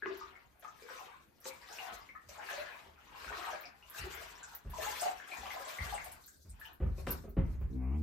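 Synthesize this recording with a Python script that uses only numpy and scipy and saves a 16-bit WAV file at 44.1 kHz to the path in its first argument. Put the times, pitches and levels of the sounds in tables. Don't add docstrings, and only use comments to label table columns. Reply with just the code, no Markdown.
import sys
import numpy as np
from scipy import signal
from scipy.fft import rfft, irfft, next_fast_len
from scipy.io import wavfile
from scipy.ndimage import uniform_filter1d, map_coordinates

SR = 44100
rng = np.random.default_rng(int(sys.argv[2]) if len(sys.argv) > 2 else 0)


def attenuation_scalar(level_db):
    decades = np.asarray(level_db, float) / 20
    return 10 ** decades


def unload_audio(sound):
    columns = np.transpose(np.atleast_2d(sound))
    steps = np.round(np.clip(columns, -1, 1) * 32767)
    wavfile.write(sys.argv[1], SR, steps.astype(np.int16))


N = 353902

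# f/Hz, relative density/dB per Hz
HUSH_SPECTRUM = [(15, -14), (25, 11), (66, 14.5), (280, 14), (607, 7), (1260, -23.5), (8360, -14.5),
                 (9570, 0), (11000, -8), (15000, -7.5), (16000, -73)]
HUSH_DB = -71
# f/Hz, T60/s
ROOM_T60 = [(60, 0.97), (500, 0.23), (1700, 0.34), (3500, 0.17), (15000, 0.073)]
# f/Hz, left-right correlation (-1 to 1)
PORT_LIKENESS = [(60, 0.47), (130, -0.00099), (290, 0.65), (640, -0.22), (3100, -0.024), (6500, 0.15),
                 (8500, -0.44), (10500, -0.49), (13000, 0.68)]
# centre f/Hz, half-width to 1/e of the dip/Hz, level/dB
PORT_NOTCH = (9750, 520, -14)

THUMPS = [(1.914, -61, -7, 41.5), (2.249, -55, -42, 39.7), (2.859, -56.5, -15, 40),
          (3.263, -49.5, -16, 39.5), (3.992, -39, -47, 92), (4.648, -37, -26.5, 125),
          (5.38, -52, -10, 57.4), (5.791, -34, -55, 120), (6.356, -56, -44, 39.7), (6.448, -41, -43, 81),
          (6.801, -30.5, -21, 146), (6.82, -25, -31, 60), (6.858, -36.5, -19, 58.6),
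          (6.978, -45, -17, 60.6), (7.008, -36.5, -43, 39.5), (7.069, -33.5, -11, 306),
          (7.118, -37.5, -36, 61.4), (7.238, -51, -5, 60.2), (7.274, -46.5, -11.5, 59),
          (7.367, -19, -26, 488), (7.447, -40, -41, 103), (7.53, -36, -36, 60.3), (7.609, -30, -33, 81)]
# f/Hz, width/Hz, level/dB
FRAME_MODES = [(45.4, 10.6, 5), (71.7, 14.6, 4), (94.4, 27.4, -4), (146, 106, -7.5), (188.5, 66.6, -8.5)]
# f/Hz, width/Hz, level/dB
PANEL_MODES = [(205, 57, 10.5), (393, 46.5, 11), (532, 40, 7.5), (710, 270, -6), (947, 56, -9),
               (1210, 125, -8.5), (2100, 4800, -25)]
MURMUR_DB = -74
SHAKE_T60_S, AFTER_DB, AFTER_T60_S = 0.13, -12.5, 0.94
DULL_HZ = 2600

# t/s, slips per second/Hz, nominal level/dB
JUDDER = [(7.7, 66, -44), (7.76, 63, -38), (7.83, 63.3, -35.5), (7.89, 65, -32.5), (7.925, 69, -31),
          (7.955, 76, -30.5), (8.02, 76.5, -30.5)]
# f/Hz, relative level/dB
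JUDDER_TONE = [(60, 0.5), (130, -15), (200, -13.5), (255, -13), (320, -23), (450, -27.5), (530, -51),
               (660, -41.5), (930, -41), (1100, -50), (1500, -59.5), (1900, -61), (2300, -51),
               (3000, -64.5)]
JUDDER_RASP = [(7.7, 6.5, -10), (7.77, 3, -3.5), (7.83, 0.5, 9), (7.9, -5, 3), (7.96, -2.5, 6.5),
               (8.02, -3.5, -20)]
RASP_HZ = 500

# crest t/s, rise t/s, hold t/s, fall t/s,
# slosh level before layer trims/dB, spray level over slosh before layer trims/dB
SURGES = [(0.065, 0.18, 0.032, 0.68, -47, -35), (0.626, 0.039, 0.021, 0.1, -54.5, -15),
          (0.932, 1, 0.046, 0.52, -49.5, -11), (1.46, 0.099, 0.014, 0.2, -49, 0.5),
          (1.794, 1, 0.019, 0.65, -46, -9), (2.29, 0.013, 0.063, 0.76, -56, -5.5),
          (2.505, 0.57, 0.0069, 0.77, -42, -12), (3.276, 0.81, 0.2, 0.5, -42.5, -14),
          (3.985, 0.46, 0.1, 1, -45.5, -8), (4.535, 1, 0.019, 0.092, -55.5, -4),
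          (4.826, 0.34, 0.23, 0.3, -40.5, -6.5), (5.358, 0.95, 0.59, 0.54, -46, -7.5),
          (6.24, 0.76, 0.019, 0.69, -84.5, 23.5), (6.646, 0.34, 0.0061, 0.23, -52.5, -14),
          (6.973, 0.28, 0.027, 0.3, -67.5, 3), (7.068, 0.0034, 0.0082, 0.19, -45.5, -5),
          (7.106, 0.009, 0.013, 0.31, -64.5, 11.5)]
SWING_DB = 58
SPRAY_SINK_DIVISOR = 0.86
CREST_ROUND = 1.513
CALM_SLOSH_DB, CALM_SPRAY_DB = -101, -78.5
# f/Hz, relative density/dB per Hz
SLOSH_SPECTRUM = [(120, -77), (200, -13), (255, -14), (369, -4.5), (483, 0.5), (720, -18), (1140, -1),
                  (1640, -2), (2450, -1.5), (6000, -22), (7800, -85), (13200, -120)]
# f/Hz, relative density/dB per Hz
SPRAY_SPECTRUM = [(2060, -55.5), (3500, -1), (4290, 0.5), (4870, 0.5), (7000, 0), (8860, 0), (9560, 1),
                  (10900, -2.5), (12700, -4), (15100, -6), (16000, -104)]
# t/s, peak level before the direct and echo trims/dB, f/Hz
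BUBBLES = [(0.023, -24, 1620), (0.027, -38.5, 387), (0.059, -28, 384), (0.058, -32.5, 1905),
           (0.061, -32, 1156), (0.1, -37.5, 378), (0.212, -31.5, 1190), (0.354, -41.5, 2070),
           (0.647, -31.5, 1229), (0.821, -41, 467), (0.901, -40.5, 517), (0.966, -37.5, 1045),
           (1.01, -42.5, 736), (1.136, -44.5, 1033), (1.456, -33.5, 523), (1.459, -37, 880),
           (1.507, -36.5, 2210), (1.701, -42, 1586), (1.71, -44, 734), (1.786, -27.5, 2590),
           (1.82, -39, 733), (1.85, -41, 1050), (2.09, -36.5, 2110), (2.151, -39, 1234),
           (2.153, -39.5, 1770), (2.291, -43, 590), (2.384, -34.5, 837), (2.488, -27.5, 1640),
           (2.529, -36.5, 562), (2.579, -31.5, 592), (2.671, -33, 1640), (2.725, -38.5, 2360),
           (2.747, -45, 1050), (3.149, -37.5, 1015), (3.374, -42, 355), (3.367, -39, 3800),
           (3.529, -30, 616), (3.279, -32, 1410), (3.469, -36, 760), (3.637, -36, 2310),
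           (3.655, -35.5, 4580), (3.826, -42, 2670), (3.846, -60.5, 980), (3.947, -36, 1570),
           (3.986, -33, 2600), (4.039, -38.5, 375), (4.428, -36.5, 1505), (4.736, -29.5, 982),
           (4.785, -27.5, 640), (4.85, -34, 1590), (4.864, -27.5, 840), (5.02, -23.5, 700),
           (5.058, -20, 733), (5.2, -32.5, 1640), (5.317, -29.5, 2300), (5.456, -33, 1150),
           (5.43, -33.5, 800), (5.505, -28.5, 2010), (5.67, -36, 618), (5.599, -37.5, 534),
           (5.786, -24.5, 2000), (5.925, -24.5, 805), (5.979, -29.5, 2070), (6.059, -39, 733),
           (6.281, -48, 1540), (6.613, -35, 1680), (6.653, -36, 2830), (6.981, -40, 568),
           (6.981, -48.5, 1060), (6.981, -48, 2400)]
# t/s, peak level before the direct and echo trims/dB, f/Hz
DROPS = [(0.173, -39.5, 12100), (0.596, -43.5, 11700), (0.678, -46, 6260), (0.9654, -44, 5900),
         (1.4037, -41.5, 11700), (1.444, -36.5, 6600), (1.7275, -36, 6440), (2.2927, -38.5, 6100),
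         (2.5268, -36, 6300), (3.609, -36, 14540), (3.899, -32, 11600), (4.148, -33, 13000),
         (4.432, -31.5, 7200), (4.5502, -24, 14300), (4.7013, -36, 11600), (4.8482, -29.5, 7250),
         (5.01, -21.5, 8250), (5.652, -36, 7700), (5.9444, -29.5, 8150), (6.044, -29.5, 10600),
         (6.118, -27.5, 10040), (6.2617, -35, 13200), (6.278, -38, 7540), (6.4968, -36.5, 8940),
         (6.599, -36.5, 11700), (6.655, -42, 13500), (6.732, -40.5, 12400), (7.1074, -15, 12100),
         (7.2924, -42, 15000), (7.6094, -50, 14900)]
# t/s, level before filtering and mixing/dB
SLAPS = [(0.059, -31.5), (1.456, -39.5), (1.786, -41.5), (2.485, -50), (3.246, -38), (7.072, -32)]
# f/Hz, left over right level/dB
LEAN = [(200, 2.5), (700, 3.5), (4400, 6), (8000, 1), (15000, -1)]
# f/Hz, phase lead of the left port/rad (negative: it lags)
LEAD = [(5000, 0), (9000, -3), (13000, 0)]


def unit(x):
    return x / np.sqrt(np.mean(x ** 2) + 1e-20)


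def along(points, hz):
    f, value = np.transpose(points)
    return np.interp(np.log(hz + 1), np.log(f + 1), value)


def curves(rows):
    s, *columns = np.transpose(rows)
    return [np.interp(np.arange(N) / SR, s, column) for column in columns]


def wobble(rate):
    knots = rng.standard_normal(int(N * 40 / SR) + 4)
    return map_coordinates(knots, [np.arange(N) * min(rate, 40) / SR])


def filtered(x, response):
    size = next_fast_len(N + SR // 2)
    hz = np.fft.rfftfreq(size, 1 / SR)
    return irfft(rfft(x, size) * response(hz), size)[..., :N]


def resonant(x, modes):
    def response(f):
        total = 0
        for k, (centre, width, db) in enumerate(modes):
            damping = 1j * f * width
            total = total + (-1) ** k * attenuation_scalar(db) * damping / (centre * centre - f * f + damping)
        return total
    return filtered(x, response)


def dull(hz):
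    return 1 / (1 - (hz / DULL_HZ) ** 2 + 1j * hz / DULL_HZ) ** 2


def left_right(points):
    return lambda hz: along(points, hz) * np.array([[0.5], [-0.5]])


def ports(pair):
    def mid_side(hz):
        angle = np.arccos(np.clip(along(PORT_LIKENESS, hz), -1, 1)) / 2
        return np.array([np.cos(angle), np.sin(angle)])
    mid, side = filtered(pair, mid_side)
    return np.array([mid + side, mid - side])


def rush(spectrum, patchy_db):
    z = signal.stft(rng.standard_normal((2, N)), nperseg=512)[2]
    field = uniform_filter1d(rng.standard_normal(z.shape[1:]), size=4, axis=0)
    field = uniform_filter1d(field, size=6, axis=1)
    pair = signal.istft(z * attenuation_scalar(patchy_db * unit(field)), nperseg=512)[1][:, :N]
    return unit(ports(filtered(pair, lambda hz: attenuation_scalar(along(spectrum, hz)))))


def hush():
    return attenuation_scalar(HUSH_DB) * rush(HUSH_SPECTRUM, patchy_db=3)


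def room(x):
    hop, out = SR // 4, np.zeros((2, N + SR))
    noise = rng.standard_normal((N // hop + 1, 2, SR // 3))
    hz, t, z = signal.stft(noise, SR, nperseg=256)
    decay = attenuation_scalar(-60 * t / along(ROOM_T60, hz)[:, None])
    tails = signal.istft(z * decay, SR, nperseg=256)[1]
    for k, tail in enumerate(tails):
        part = x[None, k * hop:(k + 1) * hop]
        wet = signal.fftconvolve(part, tail / np.linalg.norm(tail[0]), axes=1)
        out[:, k * hop + 150:][:, :wet.shape[1]] += wet
    return ports(out[:, :N])


def thumps():
    bends, shake, rap = np.zeros((3, N + SR))
    t = np.arange(SR // 2) / SR
    shake_decay = attenuation_scalar(-60 * t / SHAKE_T60_S) + attenuation_scalar(AFTER_DB - 60 * t / AFTER_T60_S)
    shake_shape = shake_decay * (1 - np.exp(-t / 0.011))
    rap_shape = attenuation_scalar(-60 * t / 0.18) + 0.37 * attenuation_scalar(-60 * t / 0.026)
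    bend_shape = (1 - np.exp(-t / 0.015)) * np.exp(-t / 0.04)
    for s, db, hard_db, extra_hz in THUMPS:
        noise, at = rng.standard_normal((2, len(t))), round(s * SR)
        sweep = 2 * np.pi * np.cumsum(55 + extra_hz * np.exp(-t / 0.01154)) / SR
        bends[at:][:len(t)] += attenuation_scalar(db - 1.5) * np.sin(sweep) * bend_shape
        shake[at:][:len(t)] += attenuation_scalar(db + 26) * shake_shape * noise[0]
        rap[at:][:len(t)] += attenuation_scalar(db + hard_db + 18.0) * noise[1] * rap_shape
    murmur = unit(resonant(rng.standard_normal(N), FRAME_MODES))
    murmur = attenuation_scalar(MURMUR_DB + 3.5 * wobble(12)) * murmur
    low = bends[:N] + resonant(shake[:N], FRAME_MODES) + murmur
    low = filtered(low, lambda f: 1 / (1 + (38 / (f + 1)) ** 6))
    return filtered(low + resonant(rap[:N], PANEL_MODES), dull)


def door():
    (rate, db), (low_db, high_db) = curves(JUDDER), curves(JUDDER_RASP)
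    since_start = np.arange(N) / SR - JUDDER[0][0]
    phase = 2 * np.pi * np.cumsum(rate * (1 + 0.0081 * wobble(30))) / SR
    stack = 0
    for k in range(1, 44):
        rasp_db = low_db if k * rate.min() < RASP_HZ else high_db
        lift_db = (k > 1) * rasp_db
        flutter_db = min(0.25 * k, 4) * wobble(16)
        level = attenuation_scalar(along(JUDDER_TONE, k * rate) + lift_db + flutter_db)
        drift = 0.12 * max(k - 6, 0) * wobble(40)
        stack = stack + level * np.sin(k * phase - 0.25 * k * (k - 1) + drift)
    return np.sqrt(2) * attenuation_scalar(db) * np.clip(since_start / 0.0053, 0, 1) * stack


def blips(s, db, hz, t60, rise, size):
    t = np.arange(size) / SR
    hz = np.clip(hz, 100, SR / 2.6)[:, None]
    t60 = np.clip(t60, 0.0003, 0.13)[:, None]
    life = np.minimum(t / t60, 1)
    wave = np.sin(2 * np.pi * np.cumsum(hz * (1 + rise * life), axis=1) / SR)
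    wave = wave * attenuation_scalar(db[:, None] - 60 * t / t60) * (1 - np.exp(-t * hz))
    at = (s[:, None] * SR).astype(int) + np.arange(size)
    return np.bincount(at.ravel(), wave.ravel(), N + size + SR)[:N]


def swarm(count, hz, spread, cycles, scatter_db, rise, size):
    pitch = hz * np.exp(spread * np.clip(rng.standard_normal(count), -2, 2))
    db = scatter_db * np.minimum(rng.exponential(size=count), 3)
    db = db - 12 * (pitch < 600)
    return unit(blips(rng.uniform(0, N / SR, count), db, pitch, cycles / pitch, rise, size))


def spatter(rows, count, spread, late_s, drop_db, cycles, rise):
    s, db, hz = np.repeat(rows, count, axis=0).T
    late, pitch = rng.exponential(size=len(s)), rng.standard_normal(len(s))
    hz = hz * np.exp(spread * pitch)
    return blips(s + late_s * late, db - drop_db - 7 * late, hz, cycles / hz, rise, size=1500)


def big_bubbles():
    s, db, hz = np.transpose(BUBBLES)
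    big = blips(s, db, hz, 38 / hz + 0.0025, rise=(hz[:, None] / 4500) ** 1.56, size=5800)
    return big + spatter(BUBBLES, count=6, spread=0.1, late_s=0.025, drop_db=9, cycles=20, rise=0.22)


def spray_drops():
    s, db, hz = np.transpose(DROPS)
    drops = blips(s, db, hz, 40 / hz, rise=-0.028, size=300)
    return drops + spatter(DROPS, count=14, spread=0.11, late_s=0.014, drop_db=5.0, cycles=24.4, rise=0)


def slaps():
    out, t = np.zeros(N + SR), np.arange(SR // 4) / SR
    step = 1.3 * np.exp(-t / 0.0001)
    for s, db in SLAPS:
        noise = 0.03 * rng.standard_normal(len(t)) * attenuation_scalar(-60 * t / 0.03)
        out[round(s * SR):][:len(t)] += attenuation_scalar(db) * (step + noise)
    return filtered(resonant(out[:N], [(1600, 2400, 6)]), dull)


def surges():
    t = np.arange(N) / SR
    slosh, spray = attenuation_scalar(CALM_SLOSH_DB) ** 2, attenuation_scalar(CALM_SPRAY_DB) ** 2
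    for s, rise, hold, fall, db, spray_db in SURGES:
        before = np.maximum(s - t, 0) / rise
        after = (np.maximum(t - s - hold, 0) / fall) ** CREST_ROUND
        slosh = slosh + attenuation_scalar(db - SWING_DB * (before + after)) ** 2
        spray = spray + attenuation_scalar(db + spray_db - SWING_DB * (before + after / SPRAY_SINK_DIVISOR)) ** 2
    return 10 * np.log10(slosh), 10 * np.log10(spray)


def churn_and_mist(slosh_db, spray_db):
    lap = wobble(14)
    churn = attenuation_scalar(slosh_db - 10 + 1.5 * lap) * rush(SLOSH_SPECTRUM, patchy_db=3.5)
    mist = attenuation_scalar(spray_db - 2.5 + 1.6 * lap + 3.3 * wobble(35)) * rush(SPRAY_SPECTRUM, patchy_db=3.5)
    return churn + mist


def water():
    slosh_db, spray_db = surges()
    gurgle = swarm(count=3600, hz=1300, spread=0.55, cycles=22.4, scatter_db=4, rise=0.25, size=1500)
    gurgle = attenuation_scalar(slosh_db - 5 + 2.73 * wobble(30)) * gurgle
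    fizz = swarm(count=1000, hz=9020, spread=0.419, cycles=23, scatter_db=9.5, rise=0.19, size=200)
    fizz = attenuation_scalar(spray_db - 10.0) * fizz
    crackle = swarm(count=3500, hz=3620, spread=0.436, cycles=9.9, scatter_db=5.5, rise=0.1, size=200)
    crackle = attenuation_scalar(slosh_db - 15) * crackle
    slap = slaps()
    low = gurgle + big_bubbles() + slap
    high = fizz + spray_drops() + crackle
    direct = slap + attenuation_scalar(-6.0) * low + attenuation_scalar(-3.5) * high
    direct = filtered(direct, lambda f: np.exp(1j * left_right(LEAD)(f)))
    echo = room(attenuation_scalar(-3.5) * low + attenuation_scalar(1.0) * high)
    both = direct + churn_and_mist(slosh_db, spray_db) + echo
    return filtered(both, lambda f: attenuation_scalar(left_right(LEAN)(f)))


def scene():
    wood = thumps() + door()
    airborne = filtered(wood, lambda f: 0.2 + 0.8 / (1 + (220 / (f + 1)) ** 4))
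    return hush() + wood + room(attenuation_scalar(-5) * airborne) + water()


def top_cut(x):
    return signal.sosfilt(signal.butter(12, 16510, fs=SR, output="sos"), x)


def record(dry):
    hz, width, db = PORT_NOTCH
    mix = filtered(dry, lambda f: attenuation_scalar(db * np.exp(-((f - hz) / width) ** 2)) * (f < 16000))
    return top_cut(mix)


dry = scene()
out = record(dry)
unload_audio(out)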